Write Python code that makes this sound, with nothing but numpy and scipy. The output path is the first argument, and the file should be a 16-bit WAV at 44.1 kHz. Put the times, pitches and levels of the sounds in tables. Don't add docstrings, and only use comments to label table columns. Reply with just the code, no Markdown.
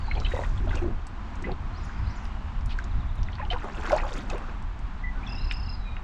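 import sys
import numpy as np
from scipy import signal
from scipy.fft import rfft, irfft, next_fast_len
from scipy.io import wavfile
from scipy.ndimage import map_coordinates

SR = 44100
rng = np.random.default_rng(int(sys.argv[2]) if len(sys.argv) > 2 else 0)


def wav_out(sig):
    wavfile.write(sys.argv[1], SR, np.round(np.clip(np.atleast_2d(sig).T, -1, 1) * 32767).astype(np.int16))


N = 266099

# time_s, level_db
SHORE_LEVELS = [(0, -44.5), (1.2, -45.5), (2.1, -43), (3.1, -45.5), (4.7, -44.5), (6.03, -46)]
# frequency_hz, level_db
SHORE_TONE = [(100, -35.5), (175, 2.5), (240, 0), (320, -8), (520, -18), (700, -8.5), (1020, -5.5),
              (2100, -17), (3700, -25.5), (5000, -32), (7600, -39.5), (8800, -52.5), (11000, -56.5),
              (14000, -75)]
# frequency_hz, level_db
RUMBLE_TONE = [(11, -9), (18, 4.5), (38, 2.5), (53, -2.5), (130, -16.5), (163, -26), (183, -30.5),
               (232, -31), (318, -40.5), (420, -57), (550, -72.5), (920, -120)]
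SWIRL_TONE = [(30, -7), (80, 5.5), (140, -11.5), (230, -35.5), (600, -88.5)]
# peak_s, half_width_s, rumble_rise_db, swirl_rise_db
GUSTS = [(.3, 0.31, 6.5, 14), (.21, 0.023, 5.5, 10.5), (.65, 0.17, 8, 12.5), (.86, 0.082, 1, 16),
         (1.6, 0.27, 0, 16), (2.05, 0.097, 3, 22.5), (2.5, .1, 5, 17), (2.69, 0.098, 11.5, 18.5),
         (2.95, 0.087, 11.5, 21), (3.21, 0.11, 8.5, 21), (3.45, 0.1, 6, -1), (4.75, 0.37, 3.5, 1),
         (5.43, 0.073, 7.5, 2), (5.65, 0.065, 8, -1)]

# delay_s, length_s, start_hz, middle_hz, end_hz, level_db, buzz_depth_hz
REED_NOTES = [(0, .07, 3750, 3980, 4350, 6, 0), (0.043, 0.3, 4230, 4630, 4160, -1, 186),
              (0.293, 0.075, 4000, 4070, 4300, -1.5, 59), (0.354, 0.069, 4080, 4530, 3990, -3.5, 25),
              (0.408, .185, 3990, 3857, 3704, 1.5, 18)]
SWEEP_NOTES = [(0, 0.07, 3900, 4660, 6420, 0.08, 111), (0.102, 0.034, 7450, 6500, 4800, -.5, 110)]
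# start_s, level_db
REED_CALLS = [(-.228, -53), (5.365, -58)]
SWEEP_CALLS = [(1.728, -56.5), (2.053, -56)]
# start_s, length_s, start_hz, middle_hz, end_hz, level_db, buzz_depth_hz
LONE_WHISTLES = [(.76, 0.78, 4570, 4615, 4510, -79, 92), (1.747, 0.48, 4710, 4960, 4900, -64, 262),
                 (2.108, 0.53, 2965, 2866, 2910, -61, 122), (5.033, 0.055, 2020, 1974, 1997, -36, 19),
                 (5.148, 0.045, 1435, 1490, 1450, -46.5, 24), (5.229, 0.016, 2080, 2420, 2600, -43, -5),
                 (5.265, 0.012, 3700, 3420, 3320, -40.5, -2), (5.274, 0.0045, 5900, 5430, 5270, -45.5, 0),
                 (5.842, 0.11, 2480, 2424, 2446, -52, 26)]

# start_s, pitch_hz, level_db
DROPS = [(.201, 5050, -29), (.755, 6000, -29), (1.069, 7550, -35), (1.356, 6700, -41), (1.424, 6940, -38),
         (1.518, 3760, -32.5), (2.254, 4500, -37), (2.66, 7900, -37.5), (2.788, 5900, -36),
         (2.842, 6350, -35.5), (3.231, 4880, -34.5), (3.354, 4030, -32), (3.897, 5760, -31),
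         (3.919, 4700, -26), (3.964, 6400, -32), (4.131, 5600, -35), (4.138, 6540, -31), (4.180, 7750, -38),
         (4.298, 3830, -35), (4.301, 6400, -26), (4.381, 7500, -42), (5.512, 2890, -15),
         (5.523, 6400, -31.5), (5.967, 2300, -28.5)]
# start_s, length_s, pitch_hz, level_db
SLOSHES = [(0.141, .1, 601, -38.5), (0.335, 0.13, 800, -35), (0.275, 0.35, 5680, -58.5),
           (0.579, 0.25, 296.7, -40.5), (0.704, 0.11, 2390, -51.5), (0.811, 0.13, 399.7, -35.5),
           (.83, 0.15, 169, -39.5), (1.41, 0.07, 262, -38), (1.464, 0.092, 328, -38),
           (1.466, 0.075, 618, -38), (1.437, .1, 2074, -46.5), (1.801, 0.63, 1651, -52),
           (2.692, 0.055, 3336, -43), (3.379, .07, 1895, -42), (3.508, 0.045, 2910, -37),
           (3.52, 0.07, 1110, -38), (3.631, 0.1, 901, -39.5), (3.824, 0.11, 1500, -39.5),
           (3.908, 0.067, 924, -31), (3.964, 0.068, 1815, -39), (3.968, 0.14, 946, -37),
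           (4.134, 0.17, 260, -41.5), (4.27, 0.24, 1405, -48)]
# start_s, length_s, start_hz, end_hz, level_db
GLUGS = [(0.754, 0.037, 408, 650, -35.5), (1.499, 0.045, 600, 330, -35.5), (3.955, 0.026, 722, 1030, -27),
         (4.036, .04, 481, 660, -34.5), (4.301, 0.027, 937, 653, -36), (4.319, 0.033, 383, 800, -30),
         (4.335, 0.041, 288, 680, -31)]
# start_s, pitch_hz, level_db, life_cycles
BUBBLES = [(.083, 864, -30.5, 5.4), (0.1124, 2155, -20.5, 12), (.153, 3200, -32, 6.6),
           (.172, 2360, -35.5, 16), (.219, 1280, -32, 5.1), (.248, 3000, -26, 31), (.263, 2540, -27, 10),
           (0.317, 1810, -27.5, 10), (.337, 502, -19, 4.7), (.352, 1980, -33, 13), (.377, 1860, -34, 16),
           (.391, 540, -19, 2.2), (.398, 680, -20, 1), (.422, 570, -25, 3), (0.436, 1814, -27.5, 9.4),
           (.576, 3340, -38.5, 17), (.672, 628, -28, 7.5), (.692, 3320, -39.5, 17),
           (.707, 1560, -34.5, 7.9), (.712, 1980, -32, 8.7), (.73, 1530, -31.5, 16),
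           (.772, 2650, -32.5, 11), (.818, 342, -25.5, 11), (.845, 520, -27, 2.1), (.855, 330, -27, 7),
           (1.442, 1925, -27, 18), (1.449, 165, -29, 2.5), (1.468, 408, -30.5, 6.8),
           (1.487, 518, -27.5, 4.5), (1.516, 154, -26.5, 3.7), (1.894, 1540, -33.5, 5.9),
           (2.788, 1560, -24.5, 5.8), (3.286, 1840, -29.5, 5.3), (3.33, 3130, -36.5, 8),
           (3.395, 1014, -28, 9.3), (3.402, 553, -31, 4), (3.414, 1730, -29, 8.8),
           (3.424, 827, -30.5, 13.5), (3.451, 2830, -32.5, 6.9), (3.503, 2933, -21, 24),
           (3.511, 700, -25, 8.5), (3.52, 3060, -36, 10), (3.531, 476, -27, 7.1), (3.561, 940, -26, 4.9),
           (3.622, 1850, -31.5, 4.5), (3.643, 404, -28, 3.3), (3.644, 1090, -25, 1.7),
           (3.864, 1740, -30.5, 6), (3.908, 765, -18, 3.3), (3.919, 527, -17, 4), (3.919, 1360, -24.5, 4),
           (3.9285, 598, -8, 8.4), (3.93, 1310, -21.5, 3.6), (3.946, 600, -17, 2.5),
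           (3.961, 603, -15.5, 1.7), (3.976, 4040, -28.5, 5), (3.984, 1730, -21.5, 1.8),
           (4.0, 1880, -27, 7.3), (4.034, 1160, -24, 4.1), (4.066, 626, -26, 3.2), (4.118, 493, -29, 4.3),
           (4.302, 2540, -31.5, 11)]
# frequency_hz, level_db
CHURN_TONE = [(150, -34.5), (300, 0), (550, -1), (850, -3.5), (1500, -8), (2500, -21.5), (5000, -38)]
SPRAY_TONE = [(800, 5), (1700, 5.5), (2800, 2), (4500, -4.5), (7300, -7.5), (9000, -22.5), (12500, -26),
              (15000, -56.5)]
# dip_s, fully_sunk_s, lift_s, churn_db, spray_db
STROKES = [(-.06, 0.567, .79, -49, -52.5), (3.43, 3.727, 4.33, -46.5, -49.5)]


def amp(db):
    return 10 ** (np.asarray(db) / 20)


def unit(x):
    return x / np.sqrt(np.mean(x ** 2) + 1e-20)


def wobble(rate_hz, size=N):
    points = rng.standard_normal(int(size * rate_hz / SR) + 4)
    return map_coordinates(points, [np.arange(size) * rate_hz / SR])


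def filtered(x, gain_at):
    size = next_fast_len(N + SR // 2)
    return irfft(rfft(x, size) * gain_at(np.fft.rfftfreq(size, 1 / SR)), size)[:N]


def with_tone(x, tone):
    points_hz, db = np.transpose(tone)
    return unit(filtered(x, lambda hz: amp(np.interp(np.log(hz + 1), np.log(points_hz + 1), db))))


def add(track, start_s, sound):
    at = round(start_s * SR) + np.arange(len(sound))
    inside = (at >= 0) & (at < N)
    track[at[inside]] += sound[inside]


def echo(x, fade_s):
    t = np.arange(SR // 2) / SR
    tail = rng.standard_normal(len(t)) * amp(-60 * t / fade_s)
    return signal.fftconvolve(x, tail / np.linalg.norm(tail))[:N]


def shore():
    level_db = np.interp(np.arange(N) / SR, *np.transpose(SHORE_LEVELS))
    return amp(level_db + .97 * wobble(6.29)) * with_tone(rng.standard_normal(N), SHORE_TONE)


def breeze():
    t = np.arange(N) / SR
    rumble_db, swirl_db = -33, -51
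    for peak_s, half_width_s, rumble_rise_db, swirl_rise_db in GUSTS:
        swell = np.exp(-((t - peak_s) / half_width_s) ** 2)
        rumble_db += rumble_rise_db * swell
        swirl_db += swirl_rise_db * swell
    rumble = amp(rumble_db + 1.66 * wobble(14)) * with_tone(rng.standard_normal(N), RUMBLE_TONE)
    swirls = amp(swirl_db) * with_tone(rng.standard_normal(N), SWIRL_TONE)
    return rumble + swirls


def note(pitch_hz, db):
    return amp(db) * signal.windows.tukey(len(pitch_hz), .4) * np.sin(2 * np.pi * np.cumsum(pitch_hz) / SR)


def whistle(length_s, start_hz, middle_hz, end_hz, db, buzz_depth_hz):
    progress = np.linspace(0, 1, int(length_s * SR))
    bend = np.polyval(np.polyfit([0, .5, 1], [start_hz, middle_hz, end_hz], 2), progress)
    warble = np.sin(2 * np.pi * 170 * length_s * progress) + .5 * wobble(300, len(progress))
    flutter_db = 2.2 * wobble(45, len(progress))
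    return note(bend + buzz_depth_hz * warble, db + flutter_db)


def far_birds():
    song = np.zeros(N)
    for notes, calls in ((REED_NOTES, REED_CALLS), (SWEEP_NOTES, SWEEP_CALLS)):
        for start_s, db in calls:
            for delay_s, *shape in notes:
                add(song, start_s + delay_s, amp(db) * whistle(*shape))
    falling_hz = 4050 - 885 * np.linspace(0, 1, int(.026 * SR)) ** 1.37
    for start_s in np.linspace(2.82, 3.26, 6):
        add(song, start_s, note(falling_hz, db=-57))
    tree_echo = amp(-4.5) * echo(song, fade_s=.4)
    add(song, .03, tree_echo)
    for start_s, *shape in LONE_WHISTLES:
        add(song, start_s, whistle(*shape))
    return song


def near_trill(count=15):
    song = np.zeros(N)
    first_s, step_s, slowing_s = 5.291, .0299, .000065
    pip_curve_hz = 2640 + 130 * np.linspace(-1, 1, int(.021 * SR)) ** 2
    for k, (high_shift, low_shift, push) in enumerate(rng.standard_normal((count, 3))):
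        start_s = first_s + step_s * k + slowing_s * k ** 2
        length_s = .037 if k == count - 1 else .017
        t = np.arange(int(length_s * SR)) / SR
        high_hz = 5000 + 680 * np.exp(-t / .0037) + 30 * high_shift + 55 * wobble(500, len(t))
        pip_hz = pip_curve_hz + 90 * np.tanh(k / 4) + 25 * low_shift + 60 * wobble(500, len(pip_curve_hz))
        high_db = -41.5 - .15 * k + 1.8 * push
        pip_db = high_db - 1 - .5 * k + .9 * high_shift
        add(song, start_s, note(high_hz, high_db))
        add(song, start_s - .014, note(pip_hz, pip_db))
    return song


def drops():
    water, t = np.zeros(N), np.arange(SR // 30) / SR
    first_s, last_s = STROKES[0][2], STROKES[-1][2] + .5
    drips = [(first_s + (last_s - first_s) * when, 6900 * 2 ** (small - .5), -48 + 20 * np.log10(.5 + hard))
             for when, small, hard in rng.random((12, 3))]
    for start_s, hz, db in DROPS + drips:
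        snap = t == 0
        spatter = .086 * rng.standard_normal(len(t)) * amp(-60 * t / .026)
        band = signal.butter(4, [.56 * hz, min(1.197 * hz, SR / 2 - 1)], "band", fs=SR, output="sos")
        tick = signal.sosfilt(band, snap + spatter)
        add(water, start_s, amp(db) * tick / np.abs(tick).max())
    return water


def bubble_cloud(count, low_hz, high_hz, life_cycles, spread_db, size=N):
    when, smallness, strength, lasting = rng.random((4, count, 1))
    hz = low_hz * (high_hz / low_hz) ** smallness
    steps = np.arange(int(4 * life_cycles * SR / low_hz))
    cycles = hz * steps / SR
    age = cycles / (life_cycles * (.5 + lasting))
    rise = 1 + .12 * (1 - np.exp(-age / 2))
    ring = np.sin(2 * np.pi * cycles * rise) * np.exp(-age) * (1 - np.exp(-2 * cycles))
    gain = amp(spread_db * strength ** 2) * hz / low_hz
    at = (when * size).astype(int) + steps
    return unit(np.bincount(at.ravel(), (gain * ring).ravel(), size)[:size])


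def sloshes():
    water = np.zeros(N)
    for start_s, length_s, hz, db in SLOSHES:
        progress = np.linspace(0, 1, int(length_s * SR))
        count = int(10 + length_s * hz / 2)
        bubbles = bubble_cloud(count, .521 * hz, 1.25 * hz, life_cycles=1.3, spread_db=8, size=len(progress))
        swell = np.abs(np.sin(np.pi * progress ** .56))
        add(water, start_s, amp(db - 1) * bubbles * swell)
    return water


def glugs():
    water = np.zeros(N)
    for start_s, length_s, start_hz, end_hz, db in GLUGS:
        progress = np.linspace(0, 1, int(length_s * SR))
        pitch_hz = start_hz * (end_hz / start_hz) ** progress * (1 + .019 * wobble(264, len(progress)))
        swell = np.sin(np.pi * progress) ** 2
        add(water, start_s, amp(db) * swell * np.sin(2 * np.pi * np.cumsum(pitch_hz) / SR))
    return water


def plops(splash_above_hz=1450):
    water, t = np.zeros(N), np.arange(SR // 8) / SR
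    for start_s, hz, db, life_cycles in BUBBLES:
        age = hz * t / life_cycles
        swell = (1 - np.exp(-age / .14)) * np.exp(-age ** 1.6)
        pitch_hz = hz * (1 + .087 * np.tanh(age / 2) + .017 * wobble(450, len(t)))
        ring = np.sin(2 * np.pi * np.cumsum(pitch_hz) / SR)
        add(water, start_s, amp(db - 2.5) * swell / swell.max() * ring)
        if hz > splash_above_hz:
            band = signal.butter(5, [.68 * hz, 1.4 * hz], "band", fs=SR, output="sos")
            spatter = rng.standard_normal(len(t)) * amp(5 * wobble(600, len(t)) - 60 * t / .06)
            splash = signal.sosfilt(band, spatter)
            add(water, start_s - .001, amp(db - 6.5) * splash / np.abs(splash).max())
    return water


def paddle():
    gurgle = bubble_cloud(2200, low_hz=230.8, high_hz=1860, life_cycles=4.3, spread_db=7.5)
    trickle = bubble_cloud(5200, low_hz=1300, high_hz=11500, life_cycles=4.5, spread_db=6)
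    crackle = .7 * bubble_cloud(620, low_hz=1100, high_hz=3900, life_cycles=3.4, spread_db=11)
    wash = .52 * rng.standard_normal((2, N))
    t = np.arange(N) / SR
    sink_s, settle_s, spray_fade_s = .13, .15, .056
    churn_level, spray_level = amp(-62), amp(-69)
    for dip_s, fully_sunk_s, lift_s, churn_db, spray_db in STROKES:
        lull_db = -4.5 * np.exp(-((t - fully_sunk_s) / .11) ** 2)
        pull = np.clip((t - dip_s) / sink_s, 0, 1) * amp(lull_db)
        settling = np.exp(-(np.maximum(t - lift_s, 0) / settle_s) ** 2)
        spray_fade = np.exp(-np.maximum(t - lift_s + .016, 0) / spray_fade_s)
        churn_level += pull * amp(churn_db) * settling
        spray_level += pull * amp(spray_db) * spray_fade
    churn = churn_level * with_tone(gurgle + wash[0], CHURN_TONE)
    spray = spray_level * with_tone(trickle + crackle + wash[1], SPRAY_TONE)
    return (churn + spray) * amp(4.5 * wobble(rate_hz=15))


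def scene():
    water = paddle() + glugs() + sloshes() + plops() + drops()
    hull_echo = amp(-9) * echo(water, fade_s=.095)
    far, near = far_birds(), near_trill()
    bank_echo = echo(amp(-4.5) * far + amp(-8) * near, fade_s=.28)
    return (water + hull_echo + amp(-.5) * far + near + bank_echo + breeze() + shore())[None]


def record(dry):
    return filtered(dry[0], lambda hz: hz < 14200)[None]


dry = scene()
out = record(dry)
wav_out(out)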